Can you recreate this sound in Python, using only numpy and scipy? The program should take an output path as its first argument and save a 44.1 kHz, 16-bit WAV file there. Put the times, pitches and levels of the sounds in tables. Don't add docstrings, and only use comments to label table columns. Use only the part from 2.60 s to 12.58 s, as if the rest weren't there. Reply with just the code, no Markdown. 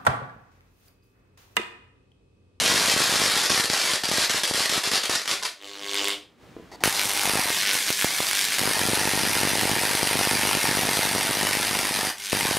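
import sys
import numpy as np
from scipy import signal
from scipy.fft import rfft, irfft, next_fast_len
from scipy.io import wavfile
from scipy.ndimage import uniform_filter1d

SR = 44100
rng = np.random.default_rng(int(sys.argv[2]) if len(sys.argv) > 2 else 0)


def digitize_waveform(pressure):
    field = np.atleast_2d(pressure).T
    bounded = np.clip(field, -1, 1)
    quanta = np.round(bounded * 32767).astype(np.int16)
    wavfile.write(sys.argv[1], SR, quanta)


N = 440118
TIME = np.arange(N) / SR
HALF_CYCLE_HZ = 100.1
TOP_HZ = 15700

# start t/s, end t/s, level/dB, ignition/dB (above 0 hard, below soft)
BURSTS = [(0, .345, -21.5, 6), (.36, .87, -22.5, 1), (.897, 1.01, -21, 4), (1.037, 1.059, -23, 1),
          (1.097, 1.363, -24, 0), (1.435, 1.458, -24.5, 4), (1.481, 1.497, -23, 1.5),
          (1.513, 1.655, -23, 0), (1.696, 1.716, -21.5, 1), (1.73, 1.795, -24.5, -2),
          (1.834, 1.855, -22, 1), (1.876, 1.906, -25, 4), (1.937, 2.066, -24, 1), (2.094, 2.19, -24, 4.5),
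          (2.236, 2.292, -24.5, 0), (2.313, 2.385, -23, 3), (2.434, 2.46, -26, 7), (2.495, 2.565, -23, 6),
          (2.677, 2.74, -24.5, 3), (2.824, 2.835, -24, -2), (2.848, 2.868, -24.5, -7)]
# t/s, level/dB
SIZZLE = [(0, -30.5), (1.35, -36), (2.6, -36.5), (2.89, -42.5)]
# t/s, body level/dB, fizz level/dB
ARC = [
    [(4.3, -29.5, -31), (4.41, -26, -33), (4.458, -35, -28), (4.506, -27.5, -32), (4.65, -28.5, -29)],
    [(4.91, -26.5, -28.5), (5.1, -26.5, -33), (5.13, -26.5, -28), (5.36, -27, -30.5), (5.406, -27, -30.5),
     (5.678, -27.5, -29), (5.726, -26.5, -33.5), (5.95, -26.5, -30), (5.98, -27, -33)],
    [(9.57, -39, -41), (9.71, -32, -38), (9.72, -38, -32)],
]
# start t/s, end t/s, body level/dB, fizz level/dB
STRIKES = [(4.37, 4.7, -34, -38), (5, 5.058, -30, -39), (5.057, 5.117, -25.5, -43),
           (5.117, 5.169, -36, -36), (5.28, 5.295, -25, -37), (5.367, 5.438, -40, -32),
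           (5.71, 5.852, -32.5, -32), (5.919, 5.979, -32, -38), (9.635, 9.722, -37, -38)]
# t/s, delay/s
RESTRIKE = [(4.3, 0.0081), (4.65, 0.0097), (5, 0.0076), (5.95, 0.0075), (9.57, .0077), (9.72, 0.0081)]
# t/s, level/dB
RUSH = [(4.3, -39), (4.45, -39), (4.65, -37.5), (4.92, -40), (5.0, -37.5), (5.06, -41), (5.15, -36.5),
        (5.23, -42), (5.29, -37), (5.32, -51), (5.4, -43), (5.48, -36.5), (5.59, -39.5), (5.66, -36),
        (5.78, -42), (5.87, -42), (5.98, -39)]
# start t/s, end t/s, level/dB, ignition/dB
VOLLEYS = [(4.237, 4.26, -23.5, 4), (4.262, 4.297, -23.5, -2), (4.645, 4.906, -24.5, 2),
           (5.977, 9.508, -24, 0), (9.714, 9.98, -25, -8)]
# multiple of the half-cycle rate, first burn level/dB, second burn level/dB
HUM = [(1, -56, -62.5), (2, -60, -56), (3, -51.5, -63), (4, -51, -54.5), (5, -57, -69), (6, -56, -63),
       (7, -56, -62), (8, -43.5, -58), (9, -45, -64), (10, -58, -62), (10.5, -50.5, -58), (11.5, -47, -54),
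       (14.5, -54, -56)]
# t/s, peak level/dB
CRACKS = [(0.9033, 1), (1.1004, 4), (1.336, -1.5), (2.0044, 1), (2.7137, 2), (3.3441, -7.5), (3.4441, -8),
          (3.4838, -3.5), (4.2378, 12), (4.3551, -7), (4.395, 0.5), (4.415, -2), (4.4346, -5), (4.4548, -5),
          (4.4949, -2), (4.5147, -6), (4.5348, -4), (4.575, -2), (4.5948, -3), (4.615, -3), (4.635, -1),
          (4.6947, -7), (4.7725, -9), (4.9033, -4), (5.0331, -5), (5.0732, -5), (5.093, -2), (5.1029, -6),
          (5.1333, -2), (5.1437, -2), (5.1534, -3), (5.3044, -0.5), (5.3925, -5), (5.413, -2), (5.4235, -1),
          (5.4448, 1), (5.5829, -6), (5.6042, -7), (5.7121, -6), (5.7327, -1.5), (5.7527, -9), (5.7729, -5),
          (5.7829, -5), (5.8431, -2), (5.9225, -4), (5.9315, -8), (5.9846, -1), (5.9937, 2), (9.7292, -6)]
# t/s, peak level/dB
THUMPS = [(.026, -20), (0.046, -22), (.11, -21), (.125, -17), (.187, -20), (.207, -22), (0.2844, -17),
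          (0.3641, -12.5), (0.376, -18.5), (0.404, -13.5), (.495, -17), (0.525, -13), (0.618, -15),
          (0.639, -14), (.659, -18), (.7664, -17), (.836, -23), (0.9033, -12.5), (0.9463, -18), (.979, -17),
          (1.0447, -21), (1.1008, -14), (1.135, -17), (1.3365, -16.5), (1.439, -20), (1.4898, -18),
          (1.5149, -11.5), (1.5395, -20), (1.5835, -12.5), (1.7002, -18.5), (1.7455, -15.5), (1.835, -24),
          (1.9117, -11), (1.946, -18), (2.0054, -17.5), (2.058, -21), (2.1256, -18), (2.178, -17),
          (2.275, -20), (2.315, -23), (2.336, -18), (2.3746, -24), (4.239, -13), (4.259, -12),
          (4.2768, -10.5), (4.4557, -20.5), (4.655, -16), (4.676, -16.5), (4.6967, -14), (4.736, -17),
          (4.7555, -9.5), (4.7738, -22), (4.793, -14), (4.8567, -18), (4.9032, -16), (5.1531, -19.5),
          (5.304, -15), (5.4457, -6.5), (5.604, -10.5), (6.076, -10.5), (6.215, -14.5), (6.237, -13),
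          (6.2874, -11), (6.3336, -9.5), (6.414, -13.5), (6.455, -14), (6.475, -12), (6.536, -13.5),
          (6.576, -14), (6.653, -14.5), (6.767, -15), (6.8334, -11.5), (6.874, -11), (6.9838, -13.5),
          (7.0547, -9), (7.0965, -12), (7.165, -12), (7.215, -16), (7.236, -11.5), (7.253, -13),
          (7.4308, -10), (7.473, -16), (7.512, -11), (7.5553, -11), (7.591, -14), (7.612, -12),
          (7.673, -10), (7.7143, -14), (7.734, -14), (7.853, -12), (7.874, -16), (8.0424, -10.5),
          (8.113, -12), (8.1725, -12), (8.192, -13), (8.222, -14), (8.29, -11), (8.314, -17), (8.372, -14),
          (8.3923, -10), (8.551, -10), (8.5613, -10.5), (8.583, -15.5), (8.71, -15), (8.772, -15.5),
          (8.834, -14), (8.851, -14.5), (8.952, -15), (8.971, -15), (9.0, -15), (9.132, -18),
          (9.169, -16.5), (9.194, -16), (9.31, -16), (9.39, -15), (9.432, -16), (9.45, -19), (9.731, -7),
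          (9.75, -14), (9.8543, -12.5), (9.912, -11), (9.9697, -11)]
# t/s, peak level/dB
KNOCKS = [(3.966, -27), (3.986, -36), (3.998, -32), (4.026, -39), (4.143, -46)]
# f/Hz, level/dB, t60/s
KNOCK_MODES = [(267, -20, 0.08), (343, 4, 0.062), (447, 7, 0.043), (643, -4, .04), (1000, -6, 0.034)]
# start t/s, end t/s, level/dB
SCRAPES = [(4.116, 4.16, -43), (4.205, 4.236, -40.5)]
# t/s, level/dB
FLOOR_DB = [(2.9, -76), (3.3, -60), (3.77, -60), (3.83, -50.5), (4.23, -50.5), (4.3, -61)]
# f/Hz, t60/s
WORKSHOP = [(150, 0.45), (1000, 0.3), (4000, 0.31), (9000, 0.26), (15000, 0.26)]
# f/Hz, side against mid level/dB
WIDTH = [(100, -15), (400, -17), (1300, -19), (3000, -15.5), (7000, -16.5), (10000, -55)]

# f/Hz, level/dB
CREEP_COLOUR = [(40, -30), (150, -24), (330, -9), (550, -2.5), (800, -3.5), (1300, -0.5), (1870, 1),
                (2650, -1), (3300, 0.5), (4900, 1), (7000, -4.5), (10400, -7.5), (13800, -18.5),
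                (15500, -33)]
# f/Hz, level/dB
CORONA_COLOUR = [(150, -35), (400, -10), (900, -10.5), (1400, -7.5), (2100, -5), (2500, -7), (3100, -3.5),
                 (4200, -3.5), (8000, -11), (15000, -25.5)]
# f/Hz, level/dB
PUFF_COLOUR = [(30, -45), (100, -14), (200, -22), (300, 0.5), (500, 0.5), (600, -2), (700, -4.5), (900, -7),
               (1100, 0), (1400, -8), (2100, -4), (3200, -1.5), (4500, -12), (8000, -20), (15000, -34)]
# f/Hz, level/dB
ARC_COLOUR = [(80, -37), (250, -10.5), (550, -7.5), (850, -2), (1300, 2), (2100, 3.5), (2700, 0.5),
              (4700, -2), (7200, -8.5), (9500, -1), (12500, -6), (15500, -10.5)]
# f/Hz, level/dB
FRY_COLOUR = [(60, -45), (250, -33), (850, -12), (1300, -10.5), (1500, -3.5), (2150, 1), (2700, -1),
              (3400, 1.5), (4800, -1), (6000, -4.5), (9000, -32.5)]
# f/Hz, level/dB
FIZZ_COLOUR = [(1500, -37), (4500, -26), (5800, -3), (7200, -0.5), (9500, -0.5), (12500, -6),
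               (15500, -18.5)]
# f/Hz, level/dB
RUSH_COLOUR = [(50, -29), (110, -14), (250, -8), (550, -4.5), (850, 0.5), (1050, 2.5), (1300, -3),
               (1700, -15.5), (4000, -45)]
# f/Hz, level/dB
VOLLEY_COLOUR = [(40, -18.5), (200, -14), (480, -10), (760, 0.5), (905, 1.5), (1080, -2), (1350, -2),
                 (1850, 2.5), (2900, -0.5), (4800, -1.5), (6000, -3), (7200, -8), (9500, -2), (12500, -8.5),
                 (15500, -21.5)]
# f/Hz, level/dB
SCRAPE_COLOUR = [(120, -41), (200, -16), (360, -6), (532, -15), (815, -4), (1060, -17), (1200, -18),
                 (1660, -26), (1950, -16), (2370, -27), (4030, -25), (4490, -20), (14000, -41)]
# f/Hz, level/dB
FLOOR_COLOUR = [(18, -50), (30, -27), (56, -7), (140, -6.5), (206, -5.5), (296, -7), (577, -14),
                (1000, -17), (3070, -23.5), (14000, -42.5)]

# f/Hz, width f/Hz, level/dB
VOLLEY_RING = [(920, 39, -2.5), (1823, 47, -15), (1946, 50, -11), (4780, 100, -11)]
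# f/Hz, width f/Hz, level/dB
FRY_RING = [(1504, 30, -1.5), (1684, 24, -3), (2230, 98, -9.5)]
# f/Hz, width f/Hz, level/dB
SCRAPE_RING = [(1000, 60, -2), (1910, 60, 0), (4490, 120, -2)]
# f/Hz, width f/Hz, level/dB
CORONA_RING = [(2150, 200, -8), (3050, 610, 0)]
# f/Hz, width f/Hz, level/dB
PUFF_RING = [(306, 14, 0), (403, 9.6, -3), (1101, 30, -10)]

# t/s at which it lights, starts to swell, is full, weakens, goes out
CORONA_S = (3.041, 3.16, 3.35, 3.49, 3.55)
PATTER_WIDTHS_S = (.00038, .00022, .00013)

CORONA_FAINT_DB, CORONA_FULL_DB = -41.5, -29
CORONA_RISE_DB_PER_S, CORONA_FALL_DB_PER_S = 239, 117
PUFFS_GROW, TICKS_GROW = 0.85, 1.22
SETTLE_S = 0.0035
TIRE_AFTER_S, TIRE_DB_PER_S = 2.43, 2
PATTER_PLATE_DB, PATTER_GAP_DB = -24.5, -17
PATTER_FADE_DB_PER_S = 2.5
PATTER_FROM_S = 5.9
PATTER_GROWS, FULL_RUN_DB = 2.4, -23.5
PATTER_RANGE_DB, PATTER_WEAK_DB = 12, 6.5
SQUEAK = (2.82, 2.865, -36)
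SQUEAK_HZ, SQUEAK_WIDTH_HZ = 950, 99
HUM_IDLE_DB = -7.5
HUM_FADE_S, HUM_WAVER_DB = .2, 3


def amp(db):
    return 10 ** (np.asarray(db) / 20)


def unit(x):
    return x / np.sqrt(np.mean(x ** 2) + 1e-20)


def pick(rows, *columns):
    return np.array(rows)[:, list(columns)]


def along(points, hz):
    f, value = np.transpose(points)
    return np.interp(np.log(hz + 1), np.log(f + 1), value)


def level(rows):
    s, db = np.transpose(rows)
    return amp(np.interp(TIME, s, db, left=-150, right=-150))


def gates(rows):
    return sum(amp(db) * ((TIME >= start) & (TIME < end)) for start, end, db in rows)


def runs(rows):
    gain = np.zeros(N)
    for start, end, db, ignition_db in rows:
        on = (TIME >= start) & (TIME < end)
        age = TIME[on] - start
        ignition = ignition_db * np.exp(-age / SETTLE_S)
        weakening = TIRE_DB_PER_S * np.maximum(age - TIRE_AFTER_S, 0)
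        gain[on] += amp(db + ignition - weakening)
    return gain


def clicks(times, sizes):
    index = np.round(np.ravel(times) * SR).astype(int)
    inside = (index >= 0) & (index < N)
    return np.bincount(index[inside], np.ravel(sizes)[inside], N)


def convolve(x, response):
    return signal.oaconvolve(np.atleast_2d(x), np.atleast_2d(response), axes=1)[:, :N]


def snap(colour, size=4096):
    cepstrum = irfft(np.log(amp(along(colour, np.fft.rfftfreq(size, 1 / SR)))))
    cepstrum[1:size // 2] *= 2
    cepstrum[size // 2 + 1:] = 0
    pulse = irfft(np.exp(rfft(cepstrum)))
    return pulse / np.linalg.norm(pulse)


def resonance(x, hz, width_hz):
    return signal.lfilter(*signal.iirpeak(hz, hz / width_hz, fs=SR), x)


def ringing(x, resonances):
    return x + sum(amp(db) * resonance(x, hz, width) for hz, width, db in resonances)


def sparks_at(times, sizes, crooked, count=8):
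    lag = .0005 * rng.exponential(size=(len(times), count))
    kinks = crooked * sizes[:, None] * np.clip(rng.standard_normal(lag.shape), -2, 2)
    return clicks(times, -sizes) + clicks(times[:, None] + lag, kinks)


def discharges(delay, window, scatter_db, cycle_db, polarity_db, crooked, count, early=0):
    cycle = np.arange(-1, int(N / SR * HALF_CYCLE_HZ))[:, None]
    odd = cycle % 2
    start = cycle / HALF_CYCLE_HZ
    times = start + np.interp(start, *np.transpose(delay)) + window * rng.random((len(cycle), count))
    db = scatter_db * np.clip(rng.standard_normal(times.shape), -2, 2)
    db = db + cycle_db * rng.standard_normal(start.shape)
    db = db + polarity_db * odd
    times = times - early * odd
    return unit(sparks_at(times.ravel(), amp(db).ravel(), crooked))


def placed(x, wet_db):
    return x * np.array([[1], [amp(wet_db)]]) / np.hypot(1, amp(wet_db))


def diffuse(size, wide_db):
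    hz, t, (mid, side) = signal.stft(rng.standard_normal((2, size)), SR, nperseg=256)
    side = side * amp(along(WIDTH, hz) + wide_db)[:, None]
    return hz, t, np.array([mid + side, mid - side])


def workshop(paths, wide_db, count):
    out, send = paths
    knots = np.linspace(0, N / SR, 400)
    presence = np.array([np.interp(TIME, knots, rng.standard_normal(len(knots))) for _ in range(count)])
    for share in presence / np.linalg.norm(presence, axis=0):
        hz, t, noise = diffuse(SR // 3, wide_db)
        decay = amp(-60 * t / along(WORKSHOP, hz)[:, None])
        tail = signal.istft(noise * decay, SR, nperseg=256)[1]
        tail *= np.clip(np.arange(tail.shape[1]) / SR / 0.0016, 0, 1)
        out = out + convolve(send * share, tail / np.linalg.norm(tail[0]))
    return out


def room_tone():
    air = rng.standard_normal(N) + 0.5 * rng.standard_normal((2, N))
    return unit(convolve(air, snap(FLOOR_COLOUR))) * amp(np.interp(TIME, *np.transpose(FLOOR_DB)))


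def harmonics(rows):
    knots = np.linspace(0, N / SR, 300)
    tones = 0
    for multiple, db in rows:
        waver_db = HUM_WAVER_DB * np.interp(TIME, knots, rng.standard_normal(len(knots)))
        turns = multiple * HALF_CYCLE_HZ * TIME + rng.random()
        tones = tones + amp(db + waver_db) * np.sqrt(2) * np.sin(2 * np.pi * turns)
    return tones


def hum():
    first, second, last = ((rows[0][0], rows[-1][0]) for rows in ARC)
    fading = np.exp(-np.maximum(TIME - first[1], 0) / HUM_FADE_S)
    fading = fading * (TIME > first[0]) * (TIME < second[0])
    idle = [(0, SIZZLE[-1][0]), last] + [(start, end) for start, end, *_ in VOLLEYS]
    steady = gates([(*second, 0)] + [(*span, HUM_IDLE_DB) for span in idle])
    first_hum = harmonics(pick(HUM, 0, 1)) * uniform_filter1d(fading, size=2048)
    return first_hum + harmonics(pick(HUM, 0, 2)) * uniform_filter1d(steady, size=2048)


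def rod():
    t = np.arange(SR // 4) / SR
    ring = sum(amp(db - 60 * t / t60) * np.sin(2 * np.pi * hz * t) for hz, db, t60 in KNOCK_MODES)
    s, db = np.transpose(KNOCKS)
    knocks = convolve(clicks(s, amp(db)), ring / np.abs(ring).max())
    scrapes = convolve(rng.standard_normal(N) * gates(SCRAPES), snap(SCRAPE_COLOUR))
    return placed(knocks + ringing(scrapes, SCRAPE_RING), wet_db=-13)


def squeak():
    band = resonance(rng.standard_normal(N), SQUEAK_HZ, SQUEAK_WIDTH_HZ)
    return placed(unit(band) * gates([SQUEAK]), wet_db=-14)


def corona_strength():
    lit, swelling, full, weakening, out = CORONA_S
    db = np.interp(TIME, [swelling, full], [CORONA_FAINT_DB, CORONA_FULL_DB])
    db = db - CORONA_RISE_DB_PER_S * np.maximum(lit - TIME, 0)
    db = db - CORONA_FALL_DB_PER_S * np.maximum(TIME - weakening, 0)
    return amp(db) * (TIME < out)


def corona():
    puffs = discharges([(0, .0074)], window=.00002, scatter_db=.7, cycle_db=.5, polarity_db=.5,
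                       crooked=0, count=1)
    ticks = discharges([(0, .0073)], window=.0008, scatter_db=1.2, cycle_db=.8, polarity_db=1,
                       crooked=.35, count=3)
    full = amp(CORONA_FULL_DB)
    swell = corona_strength() / full
    buzz = convolve(amp(-7.5) * puffs * swell ** PUFFS_GROW, snap(PUFF_COLOUR))
    rasp = convolve(amp(-0.5) * ticks * swell ** TICKS_GROW, snap(CORONA_COLOUR))
    buzz, rasp = ringing(buzz, PUFF_RING), ringing(rasp, CORONA_RING)
    return full * (placed(buzz, wet_db=-9) + placed(rasp, wet_db=-1))


def thump(width, rebound, low_hz):
    t = np.arange(SR // 20) / SR - .001
    pulse = np.exp(-.5 * (t / width) ** 2) - rebound * np.exp(-.5 * (t / width / 2 - 2) ** 2)
    pulse = signal.lfilter(*signal.butter(2, low_hz, "high", fs=SR), pulse)
    return -pulse / pulse.max()


def leaning_clicks(times, sizes, lean):
    return np.array([clicks(times, sizes * (1 + side * lean)) for side in (1, -1)])


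def patter(rows, count=2):
    cycle = np.repeat(np.arange(int(N / SR * HALF_CYCLE_HZ)), count)
    when, size, lean, kind = rng.random((len(cycle), 4)).T
    odd = cycle % 2
    s = cycle / HALF_CYCLE_HZ + .0075 + .0065 * when - .001 * odd
    free = np.abs(s[:, None] + .001 - pick(THUMPS, 0)[:, 0]).min(axis=1) > .004
    peak = amp(-PATTER_RANGE_DB * size - PATTER_WEAK_DB * (1 - odd))
    peak = peak * free * (size < .75)
    lean = np.clip(1.96 * (lean - .5) + .12, -1, 1)
    strength = (runs(rows) / amp(FULL_RUN_DB)) ** PATTER_GROWS
    out = 0
    for k, width in enumerate(PATTER_WIDTHS_S):
        chosen = peak * (np.floor(kind * len(PATTER_WIDTHS_S)) == k)
        hits = leaning_clicks(s, chosen, lean)
        out = out + convolve(hits * strength, thump(width, rebound=0.29, low_hz=70))
    return out


def thumps():
    s, db = np.transpose(THUMPS)
    chance = rng.random((len(s), 2))
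    lean = np.clip(1.02 * (chance[:, 0] - .5) + 0.12, -1, 1)
    blunt = chance[:, 1]
    heavy = 0
    for share, width in ((blunt, 0.00032), (1 - blunt, 0.00019)):
        hits = leaning_clicks(s - .001, amp(db - 2.5) * share, lean)
        heavy = heavy + convolve(hits, thump(width, rebound=0.18, low_hz=75))
    plate = amp(PATTER_PLATE_DB - PATTER_FADE_DB_PER_S * TIME) * patter(BURSTS)
    gap = amp(PATTER_GAP_DB) * patter(VOLLEYS) * (TIME > PATTER_FROM_S)
    return heavy + plate + gap


def cracks():
    s, db = np.transpose(CRACKS)
    spikes = sparks_at(s, amp(db), crooked=.18)
    on_plate = TIME < SIZZLE[-1][0]
    dull, bright = snap(CREEP_COLOUR), snap(ARC_COLOUR)
    plate = convolve(spikes * on_plate, dull / dull.max())
    gap = convolve(spikes * ~on_plate, bright / bright.max())
    return placed(amp(-7.5) * plate + gap, wet_db=-6.5)


def creeping_sparks():
    branches = discharges([(0, .0045)], window=.008, scatter_db=3.0, cycle_db=0.97, polarity_db=2.5,
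                          crooked=0.44, count=16)
    sizzle = discharges([(0, .007)], window=.004, scatter_db=4, cycle_db=2, polarity_db=12,
                        crooked=0.47, count=6)
    sparks = branches * runs(BURSTS) + sizzle * level(SIZZLE)
    return placed(convolve(sparks, snap(CREEP_COLOUR)), wet_db=1.0)


def volleys():
    sparks = discharges([(0, .0086)], window=.0052, scatter_db=2.4, cycle_db=1, polarity_db=3,
                        crooked=.3, count=9, early=.001)
    sound = convolve(amp(-0.31) * sparks * runs(VOLLEYS), snap(VOLLEY_COLOUR))
    return placed(ringing(sound, VOLLEY_RING), wet_db=-1)


def arc_voice(body, fizz):
    return ringing(convolve(body, snap(FRY_COLOUR)), FRY_RING) + convolve(fizz, snap(FIZZ_COLOUR))


def hot_arc():
    body, fizz = (sum(level(pick(rows, 0, column)) for rows in ARC) for column in (1, 2))
    spikes = discharges(RESTRIKE, window=.007, scatter_db=4.5, cycle_db=1.0, polarity_db=-3.5,
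                        crooked=1.0, count=12)
    rush = convolve(spikes * level(RUSH), snap(RUSH_COLOUR))
    frying = arc_voice(amp(-1.57) * spikes * body, amp(-1.1) * spikes * fizz)
    snaps = discharges(RESTRIKE, window=0.0005, scatter_db=2, cycle_db=0.0, polarity_db=1.5,
                       crooked=0.22, count=1)
    strikes = arc_voice(snaps * gates(pick(STRIKES, 0, 1, 2)), snaps * gates(pick(STRIKES, 0, 1, 3)))
    return placed(frying, wet_db=1.0) + placed(rush, wet_db=-1.5) + placed(strikes, wet_db=-6.0)


def scene():
    plate = workshop(creeping_sparks() + squeak(), wide_db=3.0, count=5) * amp([[.25], [-.25]])
    gap = workshop(hot_arc() + volleys() + cracks() + rod(), wide_db=-4.5, count=5)
    still = workshop(corona(), wide_db=-1.5, count=1)
    return plate + gap + still + thumps() + hum() + room_tone()


def record(dry):
    ceiling = .8
    dry = signal.lfilter(*signal.butter(1, 20, "high", fs=SR), dry)
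    rounded = dry / (1 + np.abs(dry / ceiling) ** 4) ** (1 / 4)
    size = next_fast_len(N + SR // 4)
    kept = np.fft.rfftfreq(size, 1 / SR) < TOP_HZ
    return irfft(rfft(rounded, size) * kept, size)[:, :N]


dry = scene()
out = record(dry)
digitize_waveform(out)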